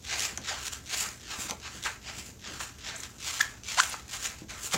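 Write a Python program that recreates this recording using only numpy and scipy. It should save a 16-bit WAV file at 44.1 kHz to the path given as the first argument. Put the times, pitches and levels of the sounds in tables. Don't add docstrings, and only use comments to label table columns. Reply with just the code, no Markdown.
import sys
import numpy as np
from scipy import signal
from scipy.fft import rfft, irfft, next_fast_len
from scipy.io import wavfile
from scipy.ndimage import map_coordinates

SR = 44100
rng = np.random.default_rng(int(sys.argv[2]) if len(sys.argv) > 2 else 0)


def log_audio(samples):
    frames = np.atleast_2d(samples).T
    limited = np.clip(frames, -1, 1)
    pcm = np.round(limited * 32767).astype(np.int16)
    wavfile.write(sys.argv[1], SR, pcm)


N = 210562

# frequency_hz, density_db
CLOTH_SPECTRUM = [(210, -16), (350, -10), (404, -3), (582, -7.5), (630, 1.5), (682, -1), (1050, 0.5),
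                  (1350, 0.5), (1460, 2), (2760, 6), (5390, 3.5), (7170, 3.5), (9100, -14.5), (13800, -23),
                  (15600, -21)]
# start_s, rub_db, rise_s, fade_s, scuff_db, sizzle_db
SOLE_SLIDES = [(.04, -33, 0.093, .13, -5, -21), (.416, -34, 0.081, 0.17, -6, -14),
               (0.86, -33, 0.086, 0.049, -6.5, -11.5), (1.198, -39.5, 0.13, 0.14, -3.5, -9.5),
               (1.6, -40.5, 0.063, 0.087, -5, -23.5), (1.825, -34.5, 0.035, 0.083, -4, -8),
               (2.016, -41.5, .075, 0.11, -3, -14.5), (2.394, -42, 0.074, 0.15, -5, -25),
               (2.785, -39, 0.099, 0.17, -5, -14), (3.184, -35, 0.1, 0.15, -9.5, -6.5),
               (3.635, -35.5, 0.061, 0.33, -12.5, -11), (4.08, -37, 0.057, 0.1, -8, -4),
               (4.485, -42.5, .014, 0.19, -3.5, -9.5), (4.712, -28, 0.032, 0.039, -4, -4.5)]


def cloth_friction(scuff_hz=1900, hiss_hz=5600, sizzle_hz=8200):
    # frequency_hz, width_hz, gain_db
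    slipper_modes = [(605, 21, -25), (1330, 52, -2), (1585, 40, -8), (2550, 55, -44)]
    rub_db, pressure_db, speed_db = footwork()
    slips_per_s = 450 + 5.6e5 * amp(rub_db + pressure_db)
    tick_share = np.clip(0.38 - 0.04 * pressure_db, 0.05, 0.8)
    slips = np.sqrt(tick_share) * grains(slips_per_s, spread_db=5)
    slips += np.sqrt(1 - tick_share) * rng.standard_normal(N)
    slips *= amp(1.18 * wobble(170))
    slips = reflected(slips, delay_s=0.0006, share=0.25)
    slips = reflected(slips, delay_s=0.003, share=0.18)
    slips = coloured(slips + resonate(slips, slipper_modes), CLOTH_SPECTRUM)
    low = lambda f: 1 / (1 + (f / scuff_hz) ** 5)
    high = lambda f, edge_hz: 1 - 1 / (1 + (f / edge_hz) ** 8)
    scuff = unit(filtered(slips, low))
    rub = unit(filtered(slips, lambda f: 1 - low(f) - high(f, sizzle_hz)))
    sizzle = unit(filtered(slips, lambda f: high(f, sizzle_hz)))
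    hiss = filtered(rub, lambda f: high(f, hiss_hz))
    bright_db = np.clip(1 + 0.1 * speed_db, -5, 3)
    rub = amp(bright_db) * hiss + amp(-0.4 * bright_db) * (rub - hiss)
    return amp(rub_db) * (rub + amp(pressure_db) * scuff + amp(speed_db) * sizzle)


def footwork(load_db_per_s=97.5, speedup_db_per_s=50, brush_scuff_db=-7.5):
    # peak_s, rub_db, rise_s, fade_s, sizzle_db
    brushes = [(.252, -34, .187, 0.11, -4.5), (.683, -38.5, 0.14, 0.019, -3.5),
               (.73, -40.5, .03, 0.089, -2.5), (1.012, -35.5, 0.14, 0.15, 0), (1.421, -40.5, 0.08, 0.14, 1),
               (1.512, -41.5, .095, 0.016, -14), (1.759, -50.5, 0.18, 0.35, -4),
               (2.194, -44, 0.1, 0.087, -3), (2.265, -49.5, .045, 0.11, 1.5),
               (2.546, -47, 0.12, 0.26, -5.5), (2.612, -39.5, 0.023, 0.11, -2),
               (2.984, -53.5, 0.033, 0.32, 4), (3.04, -42.5, 0.028, 0.069, -17),
               (3.402, -38.5, .187, 0.16, -5), (3.83, -38, 0.097, 0.16, 0), (3.932, -40, 0.054, 0.045, -7),
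               (4.253, -36, 0.065, 0.11, -3.5), (4.389, -50, 0.021, 0.083, -5), (4.664, -42, 0.1, 0.092, 4)]
    rub, scuff, sizzle = np.zeros((3, N))
    for start_s, rub_db, rise_s, fade_s, scuff_db, sizzle_db in SOLE_SLIDES:
        power, shift_s = stroke(start_s + rise_s, rub_db, rise_s, fade_s, rise_db=19)
        power *= np.arange(N) >= start_s * SR
        rub += power
        scuff += power * amp(scuff_db + load_db_per_s * shift_s) ** 2
        sizzle += power * amp(sizzle_db + speedup_db_per_s * shift_s) ** 2
    for peak_s, rub_db, rise_s, fade_s, sizzle_db in brushes:
        power, shift_s = stroke(peak_s, rub_db, rise_s, fade_s, rise_db=21)
        rub += power
        scuff += power * amp(brush_scuff_db + load_db_per_s * shift_s) ** 2
        sizzle += power * amp(sizzle_db) ** 2
    return 10 * np.log10([rub, scuff / rub, sizzle / rub])


def stroke(peak_s, level_db, rise_s, fade_s, rise_db, fade_db=21, half_shift_s=0.069):
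    t = np.arange(N) / SR - peak_s
    drop_db = np.where(t < 0, rise_db * np.abs(t / rise_s) ** 1.255, fade_db * np.abs(t / fade_s) ** 0.88)
    power = amp(level_db - np.minimum(drop_db, 210)) ** 2
    return power, np.clip(t, -half_shift_s, half_shift_s)


def snags(t60_s=0.0068, crumble=0.51, cutoff_hz=9000):
    # start_s, peak_db
    releases = [(.0767, -30), (.195, -15.5), (.2047, -17), (.2225, -17.5), (.2518, -18), (.3752, -17.5),
                (.652, -26), (.6674, -21), (.6814, -22), (1.498, -21.5), (1.509, -18.5), (1.828, -28),
                (1.838, -22), (2.2656, -35), (2.603, -27), (3.0344, -22), (3.7226, -29), (3.8352, -15.5)]
    # frequency_hz, width_hz, gain_db
    tread_modes = [(3660, 1400, 17), (6040, 920, 22)]
    out, t = np.zeros(N), np.arange(SR // 40) / SR
    for start_s, peak_db in list(releases) + fibre_catches():
        snap = (t == 0) + crumble * amp(-60 * t / t60_s) * rng.standard_normal(len(t))
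        tick = softened(resonate(snap, tread_modes), cutoff_hz)
        add(out, start_s, amp(peak_db) * tick / np.abs(tick).max())
    return out


def fibre_catches(count=4, within_s=0.045, offset_db=-1, spread_db=4):
    ticks = []
    for (start_s, rub_db, *_), (when, size) in zip(SOLE_SLIDES, rng.random((len(SOLE_SLIDES), 2, count))):
        times_s = start_s + within_s * (when - when.min())
        ticks += zip(times_s, rub_db + offset_db + spread_db * (2 * size - 1))
    return ticks


def squeaks(slip_s=3e-5, rocking=0.89, grit=2.3):
    # time_s, slip_rate_hz, gain_db, roughness (0 to 1)
    pivots = [
        [(3.394, 1200, -33, 0.59), (3.401, 1180, -32, 0.44), (3.4065, 1880, -21, 0.41),
         (3.4085, 1760, -14.5, .26), (3.412, 1840, -12, 0.15), (3.4142, 2200, -21, 0.22)],
        [(3.772, 740, -24, 0.5), (3.782, 700, -17.5, 0.11), (3.789, 960, -15, 0.26), (3.797, 1110, -17.5, .2),
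         (3.8003, 1280, -12.5, 0.05), (3.8034, 1640, -9.5, 0.23), (3.8043, 440, -36, 0.4)],
    ]
    # frequency_hz, width_hz, gain_db
    sole_modes = [(1640, 1170, -4), (3900, 3100, -9.5), (6400, 1200, -12)]
    out, t = np.zeros(N), np.arange(N) / SR
    for rows in pivots:
        rate_hz, gain_db, roughness = curves(rows)
        cycles = np.cumsum(rate_hz * (1 + 0.5 * roughness * wobble(1200))) / SR
        pulses = np.exp(-((cycles % 1 - 0.5) / rate_hz / slip_s) ** 2)
        sway = -rocking * np.cos(2 * np.pi * cycles)
        noise = grit * roughness * rng.standard_normal(N)
        force = (1 - roughness) * unit(pulses - pulses.mean()) + sway + noise
        sliding = (t > rows[0][0]) & (t < rows[-1][0])
        out += amp(gain_db) * force * sliding
    band_pass = lambda f: f ** 2 / (f ** 2 + 450 ** 2) / np.sqrt(1 + (f / 8800) ** 12)
    return filtered(resonate(out, sole_modes), band_pass)


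def pats(attack_s=0.0012, padding_hz=600):
    # start_s, peak_db, settle_s
    footfalls = [(0.323, -38.5, 0.029), (.381, -40.5, 0.12), (1.066, -41.5, 0.033), (1.387, -38, 0.069),
                 (1.448, -39, 0.021), (1.502, -37, 0.11), (1.745, -41.5, 0.09), (2.176, -41, .1),
                 (2.287, -41.5, 0.036), (2.474, -42.5, 0.43), (4.417, -34.5, .04), (4.443, -41, 0.034),
                 (4.644, -41, 0.019), (4.741, -29.5, 0.24)]
    # frequency_hz, width_hz, gain_db
    board_modes = [(134, 17, -10.5), (207, 32, 4), (240, 210, 1), (340, 320, -12), (510, 400, -15)]
    out, t = np.zeros(N), np.arange(SR // 5) / SR
    for start_s, peak_db, settle_s in footfalls:
        push = np.exp(-t / attack_s) * t / attack_s
        settling = 2.5 * amp(-30 * t / settle_s) * rng.standard_normal(len(t))
        thud = softened(resonate(push + settling, board_modes), padding_hz)
        add(out, start_s, amp(peak_db) * thud / np.abs(thud).max())
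    return out


def air_puffs(relative_width=0.98, cloth_gain=0.033):
    # start_s, level_db, pitch_hz, length_s
    landings = [(.12, -56, 1100, 0.02), (0.3776, -32, 922, 0.0024), (0.505, -40.5, 670, 0.021),
                (1.034, -39.5, 1340, 0.025), (1.495, -38, 880, 0.0053), (1.509, -39, 683, 0.015),
                (1.857, -29, 1490, 0.017), (2.603, -34.5, 1220, 0.0078), (3.939, -33, 1170, 0.0058),
                (4.141, -39.5, 1550, 0.0079), (4.736, -30, 880, 0.013)]
    out, t = np.zeros(N), np.arange(SR // 5) / SR
    for start_s, level_db, pitch_hz, length_s in landings:
        air = rng.standard_normal(len(t))
        gap = [(pitch_hz, relative_width * pitch_hz, 0)]
        puff = unit(resonate(resonate(air, gap), gap))
        cloth = cloth_gain * unit(coloured(air, CLOTH_SPECTRUM))
        swell = 2 * t / length_s
        add(out, start_s, amp(level_db) * swell * np.exp(1 - swell) * (puff + cloth))
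    return out


def chirps(log_rise=0.49, jitter=0.16):
    # centre_s, peak_db, pitch_hz, length_s
    whistles = [(1.089, -33, 5640, .0056), (2.963, -34, 7170, 0.014), (2.984, -47, 9700, .012),
                (3.004, -31, 7130, 0.0048), (3.4143, -24.5, 6120, 0.0081), (3.416, -32, 13500, 0.0089),
                (3.803, -20, 7640, .004), (3.808, -18, 6660, 0.0052), (3.898, -32, 9600, 0.0081),
                (4.261, -24, 6650, 0.0044), (4.259, -32, 2680, .011), (4.268, -30, 7480, .0057)]
    out = np.zeros(N)
    for centre_s, peak_db, pitch_hz, length_s in whistles:
        progress = np.linspace(-0.5, 0.5, max(8, round(length_s * SR)))
        glide_hz = pitch_hz * np.exp(log_rise * progress)
        glide_hz *= 1 + jitter * rng.standard_normal(len(progress))
        tone = np.sin(2 * np.pi * np.cumsum(glide_hz) / SR)
        add(out, centre_s - length_s / 2, amp(peak_db) * np.cos(np.pi * progress) ** 2 * tone)
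    return out


def reflected(x, delay_s, share):
    n = np.arange(N)
    return x + share * np.interp(n - delay_s * SR * np.exp(0.35 * wobble(3)), n, x)


def room(x, predelay_s=0.003):
    # frequency_hz, t60_s
    decay_times = [(150, 0.3), (1100, 0.25), (1800, 0.34), (6000, 0.13), (14000, 0.1)]
    hz, t, spectra = signal.stft(rng.standard_normal(SR * 3 // 5), SR, nperseg=256)
    decay = amp(-60 * t / along(decay_times, hz)[:, None])
    tail = signal.istft(spectra * decay, SR, nperseg=256)[1]
    tail = np.pad(tail / np.linalg.norm(tail), (round(predelay_s * SR), 0))
    return signal.fftconvolve(x, tail)[:N]


def house(rumble_db=-55, boom_db=-56):
    # frequency_hz, density_db
    noise_spectrum = [(12, -33), (25, -17), (42, 2.5), (70, 6), (110, -3), (150, -3.5), (210, -0.5),
                      (430, -7.5), (600, -13), (1100, -19.5), (1700, -27), (4400, -21), (6700, -14.5),
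                      (9500, -35), (14000, -26), (15600, -43)]
    # frequency_hz, width_hz, gain_db
    room_mode = [(73.3, 42, 0)]
    # pitch_hz, peak_db
    hum_partials = [(60, -66), (120, -57), (280, -71.5)]
    air = coloured(rng.standard_normal(N), noise_spectrum)
    rumble_rms = filtered(air, lambda f: f < 400).std()
    boom = unit(resonate(resonate(rng.standard_normal(N), room_mode), room_mode))
    t = np.arange(N) / SR
    hum = sum(amp(db) * np.sin(2 * np.pi * hz * t + 0.32 * wobble(4)) for hz, db in hum_partials)
    return amp(rumble_db) * air / rumble_rms + amp(boom_db) * boom + hum


def amp(db):
    return 10 ** (np.asarray(db) / 20)


def unit(x):
    return x / np.sqrt(np.mean(x ** 2) + 1e-20)


def along(points, hz):
    f, values = np.transpose(points)
    return np.interp(np.log(hz + 1), np.log(f + 1), values)


def curves(rows):
    times_s, *columns = np.transpose(rows)
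    return [np.interp(np.arange(N) / SR, times_s, column) for column in columns]


def wobble(rate_hz):
    knots = rng.standard_normal(int(N * rate_hz / SR) + 4)
    return map_coordinates(knots, [np.arange(N) * rate_hz / SR])


def grains(rate_hz, spread_db):
    size = amp(spread_db * np.clip(rng.standard_normal(N), -2, 2)) / np.sqrt(rate_hz)
    return unit((rng.random(N) < rate_hz / SR) * size * rng.choice([-1, 1], N))


def filtered(x, response):
    size = next_fast_len(len(x) + SR // 4)
    return irfft(rfft(x, size) * response(np.fft.rfftfreq(size, 1 / SR)), size)[:len(x)]


def coloured(x, spectrum):
    return filtered(x, lambda f: amp(along(spectrum, f)))


def softened(x, cutoff_hz):
    return filtered(x, lambda f: 1 / (1 + 1j * f / cutoff_hz) ** 2)


def resonate(x, modes):
    return filtered(x, lambda f: sum(amp(db) * 1j * f * width / (hz * hz - f * f + 1j * f * width)
                                     for hz, width, db in modes))


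def add(track, start_s, sound):
    start = max(0, round(start_s * SR))
    part = track[start:start + len(sound)]
    part += sound[:len(part)]


def scene():
    swish, squeal = cloth_friction(), squeaks()
    contacts = pats() + air_puffs() + snags() + chirps()
    walls = room(amp(-15.5) * swish + amp(-9) * contacts + amp(-14.5) * squeal)
    return (swish + squeal + contacts + walls + house())[None]


def record(dry):
    return np.array([filtered(channel, lambda hz: hz < 15800) for channel in dry])


dry = scene()
out = record(dry)
log_audio(out)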